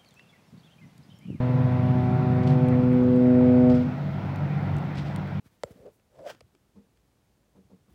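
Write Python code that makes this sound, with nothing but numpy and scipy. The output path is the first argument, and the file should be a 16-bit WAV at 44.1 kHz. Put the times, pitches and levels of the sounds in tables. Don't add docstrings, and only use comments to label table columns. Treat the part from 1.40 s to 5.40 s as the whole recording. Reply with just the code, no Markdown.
import sys
import numpy as np
from scipy import signal
from scipy.fft import rfft, irfft
from scipy.io import wavfile
from scipy.ndimage import uniform_filter1d

SR = 44100
rng = np.random.default_rng(int(sys.argv[2]) if len(sys.argv) > 2 else 0)


def int16_out(signal):
    q = np.round(np.clip(np.atleast_2d(signal).T, -1, 1) * 32767)
    wavfile.write(sys.argv[1], SR, q.astype(np.int16))


N = 176400
T = np.arange(N) / SR

# time_s, pitch_hz
HORN_PITCH = [(0, 124.85), (1.35, 124.85), (1.55, 124.72), (2.3, 124.7), (2.37, 123.6), (2.5, 124.2)]
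# hollow_level_db, full_level_db
HORN_HARMONICS = [(-24.5, -30), (-29.5, -15.5), (-36.5, -29.5), (-38.5, -25), (-40.5, -31), (-38.5, -36.5),
                  (-49, -45), (-48, -60), (-53.5, -56), (-64.5, -51.5), (-59, -57), (-67.5, -57.5)]
# time_s, fullness (0 hollow, 1 full)
HORN_FULLNESS = [(0, 0), (.7, 0.069), (1.05, 0.16), (1.27, 0.44), (1.5, 0.61), (1.75, 0.79), (2.0, 0.84),
                 (2.3, 0.9)]
# middle_s, pitch_hz, half_length_s, dip_db
HORN_DIPS = [(0.058, 750, .28, -12.5), (0.204, 375, 0.25, -13.5), (0.651, 500, 0.28, -10),
             (0.777, 250, 0.031, -15.5), (0.993, 875, 0.11, -11.5), (1.398, 375, 0.13, -5),
             (1.58, 625, .27, -12.5), (1.717, 750, 0.39, -13.5), (1.8, 875, 0.4, -7.5),
             (1.85, 1250, .15, -10), (2.444, 375, .06, -13.5)]

def horn():
    shut_s, closing_s, reflection_s = 2.315, .085, .095
    cycles = np.cumsum(curve(HORN_PITCH)) / SR
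    fullness, note_hz = curve(HORN_FULLNESS), HORN_PITCH[0][1]
    shut = np.clip((T - shut_s) / closing_s, 0, 1)
    dying_s = np.maximum(T - shut_s - reflection_s, 0)
    out = np.zeros(N)
    for k, (hollow_db, full_db) in enumerate(HORN_HARMONICS, 1):
        hz = k * note_hz
        db = hollow_db + (full_db - hollow_db) * fullness
        db += (.3 + .0008 * hz) * wander(5)
        for middle_s, dip_hz, half_length_s, dip_db in HORN_DIPS:
            if round(dip_hz / note_hz) == k:
                db += dip_db * np.exp(-((T - middle_s) / half_length_s) ** 2)
        drop_db, fade_db_per_s = 1.2 + .014 * hz, 70 + .28 * hz
        db -= shut * drop_db + dying_s * fade_db_per_s
        phase = 2 * np.pi * (k * cycles + rng.random())
        waver = .06 * np.sqrt(k) * wander(2.6)
        out += amp(db) * np.sqrt(2) * np.sin(phase + waver)
    return out


def shore_echo(sound, level_db=-29, fade_s=2.5):
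    tail = rng.standard_normal(N) * amp(-60 * T / fade_s)
    return amp(level_db) * signal.fftconvolve(sound, tail / np.linalg.norm(tail))[:N]


# pitch_hz, throb_rate_hz, base_level_db
ENGINE_NOTES = [(97.1, 2.5, -35.5), (143.4, 6, -30.5), (157.4, 3.4, -40), (193, 5, -39.5)]
# time_s, gain_db
ENGINE_SWELL = [(0, -10), (.25, 3), (.75, 5.5), (1.3, 5), (1.6, -0.5), (1.85, -6), (2.0, -2), (2.3, -2),
                (2.57, -0.5), (2.67, 0.5), (3.25, 1), (3.35, 8), (3.46, -8.5), (3.58, -2), (3.67, -3),
                (4, 2)]

def engine(steady_share=.45):
    out = np.zeros(N)
    for hz, throb_hz, db in ENGINE_NOTES:
        throb = evened(wander(throb_hz) + 1j * wander(throb_hz))
        strength = np.sqrt(steady_share) + np.sqrt(1 - steady_share) * throb
        note = strength * np.exp(2j * np.pi * (hz * T + rng.random()))
        out += amp(db) * evened(note.real)
    return out * amp(curve(ENGINE_SWELL))


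# start_s, level_db (before SNOW_TONE)
SNOW_TICKS = [(1.286, -33.5), (1.532, -44), (1.574, -53), (1.593, -54), (1.636, -44), (1.763, -44.5),
              (2.859, -50), (2.96, -39), (3.3675, -38), (3.385, -42), (3.7616, -29.5)]
# frequency_hz, gain_db
SNOW_TONE = [(500, -6), (2500, 11), (4200, 12), (6500, 8), (9000, 9), (12000, 2), (16000, 1)]

def snow(crumble_s=.0006, faint_per_s=6, faint_db=-59):
    t, out = T[:400], np.zeros(N)
    for start_s, db in SNOW_TICKS:
        snap = t == 0
        crumble = .2 * rng.standard_normal(len(t)) * np.exp(-t / crumble_s)
        tick = snap + crumble
        add(out, start_s, amp(db) * tick / np.linalg.norm(tick))
    out += amp(faint_db) * rng.standard_normal(N) * (rng.random(N) < faint_per_s / SR)
    return coloured(out, SNOW_TONE)


# start_s, rise_s, decay_s, level_db (before the grain)
BRUSHES = [(1.03, 0.0045, 0.015, -53.5), (1.066, .01, 0.046, -45.5), (2.296, 0.0024, 0.029, -48.5),
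           (2.338, .008, 0.075, -52), (3.542, 0.013, 0.024, -52), (3.567, .017, 0.029, -45),
           (3.64, .03, 0.1, -56.5)]
# frequency_hz, relative_db
BRUSH_TONE = [(400, -22), (1500, 6), (3000, 7.5), (5200, 0.5), (6500, -8.5), (7600, -10), (9000, -17),
              (10600, -17.5), (11600, -32), (16000, -50)]

def rustles(grain_db=2.5):
    level = np.zeros(N)
    for start_s, rise_s, decay_s, db in BRUSHES:
        rise = np.minimum(T / rise_s, 1)
        decay = np.exp(-np.maximum(T - rise_s, 0) / decay_s)
        add(level, start_s, amp(db) * rise * decay)
    return level * noise(BRUSH_TONE) * amp(grain_db * wander(200))


# frequency_hz, relative_db
RUMBLE_TONE = [(15, -43.5), (30, -39.5), (60, -22.5), (85, -12.5), (120, 0), (165, 4.5), (215, -2.5),
               (300, -4.5), (420, -17), (800, -64)]
# time_s, level_db
RUMBLE_SWELL = [(0, -36), (.4, -33), (1.4, -32), (1.8, -32.5), (2.3, -35), (2.55, -37.5), (3.2, -35.5),
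                (3.35, -31), (3.5, -35), (4, -39.5)]

def rumble():
    return noise(RUMBLE_TONE) * amp(curve(RUMBLE_SWELL))


# frequency_hz, relative_db
GUST_TONE = [(15, -10), (30, -12), (55, -2), (80, 6.5), (100, 5.5), (140, -17.5), (400, -69.5)]
# time_s, level_db
GUST_SWELL = [(0, -39), (.2, -44), (.9, -43.5), (1.5, -40), (1.8, -50.5), (2.0, -41), (2.35, -37),
              (2.55, -54), (3.15, -56), (3.36, -39), (3.48, -54), (3.65, -43), (4, -54)]

def gusts():
    return noise(GUST_TONE) * amp(curve(GUST_SWELL))


# frequency_hz, relative_db
WASH_TONE = [(30, -11.5), (250, -1.5), (450, -1), (560, 2), (720, 3.5), (950, 0), (1130, -6), (1380, -2.5),
             (1650, -8.5), (1950, -7), (2400, -11), (2900, -18.5), (3500, -20), (5000, -35), (7000, -41.5),
             (15500, -58.5)]
# time_s, level_db
WASH_SWELL = [(0, -39), (1.3, -39.5), (1.7, -42), (2.2, -39.5), (2.55, -41.5), (3.2, -40), (3.6, -41),
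              (4, -41.5)]

def wind_and_traffic(patch_db=1.5):
    grid = signal.stft(noise(WASH_TONE), nperseg=1024, noverlap=768)[2]
    patches = uniform_filter1d(rng.standard_normal(grid.shape), size=10, axis=0)
    patches = evened(uniform_filter1d(patches, size=22, axis=1))
    wash = signal.istft(grid * amp(patch_db * patches), nperseg=1024, noverlap=768)[1][:N]
    return evened(wash) * amp(curve(WASH_SWELL))


# start_s, length_s, start_hz, end_hz, level_db
FAR_WHINES = [(2.4, .55, 662, 628, -46), (2.92, .45, 690, 875, -49)]

def whines(waver_hz=3):
    out = np.zeros(N)
    for start_s, length_s, start_hz, end_hz, db in FAR_WHINES:
        progress = np.clip((T - start_s) / length_s, 0, 1)
        hz = start_hz + (end_hz - start_hz) * progress + waver_hz * wander(12)
        swell = np.sqrt(abs(np.sin(np.pi * progress)))
        out += amp(db) * swell * np.sin(2 * np.pi * np.cumsum(hz) / SR)
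    return out


# frequency_hz, relative_db
HISS_TONE = [(500, -8), (3000, 2), (4200, 1.5), (5500, -3.5), (7000, -15.5), (10500, -22.5), (14000, -15.5),
             (16000, -14)]

def hiss(level_db=-61.5):
    return amp(level_db) * noise(HISS_TONE)


def amp(db):
    return 10 ** (np.asarray(db) / 20)


def evened(x):
    return x / np.sqrt(np.mean(abs(x) ** 2) + 1e-20)


def curve(points):
    return np.interp(T, *np.transpose(points))


def coloured(x, tone):
    hz, db = np.transpose(tone)
    gain_db = np.interp(np.log(np.fft.rfftfreq(N, 1 / SR) + 1), np.log(hz), db)
    return irfft(rfft(x) * amp(gain_db), N)


def noise(tone):
    return evened(coloured(rng.standard_normal(N), tone))


def wander(rate_hz):
    hz = np.fft.rfftfreq(N, 1 / SR)
    spectrum = rfft(rng.standard_normal(N)) * (hz > 0) / (1 + (hz / rate_hz) ** 2)
    return evened(irfft(spectrum, N))


def add(mix, start_s, sound):
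    part = mix[round(start_s * SR):][:len(sound)]
    part += sound[:len(part)]


def scene():
    blast = horn()
    ship = blast + shore_echo(blast) + engine()
    background = wind_and_traffic() + rumble() + gusts() + hiss() + whines()
    return (ship + snow() + rustles() + background)[None]


def record(dry, fade_s=.004, cutoff_hz=15850):
    ends = np.clip(np.minimum(T, T[::-1]) / fade_s, 0, 1)
    low_pass = signal.firwin(511, cutoff_hz, window=("kaiser", 9), fs=SR)
    return signal.oaconvolve(dry * ends, low_pass[None], "same")


dry = scene()
out = record(dry)
int16_out(out)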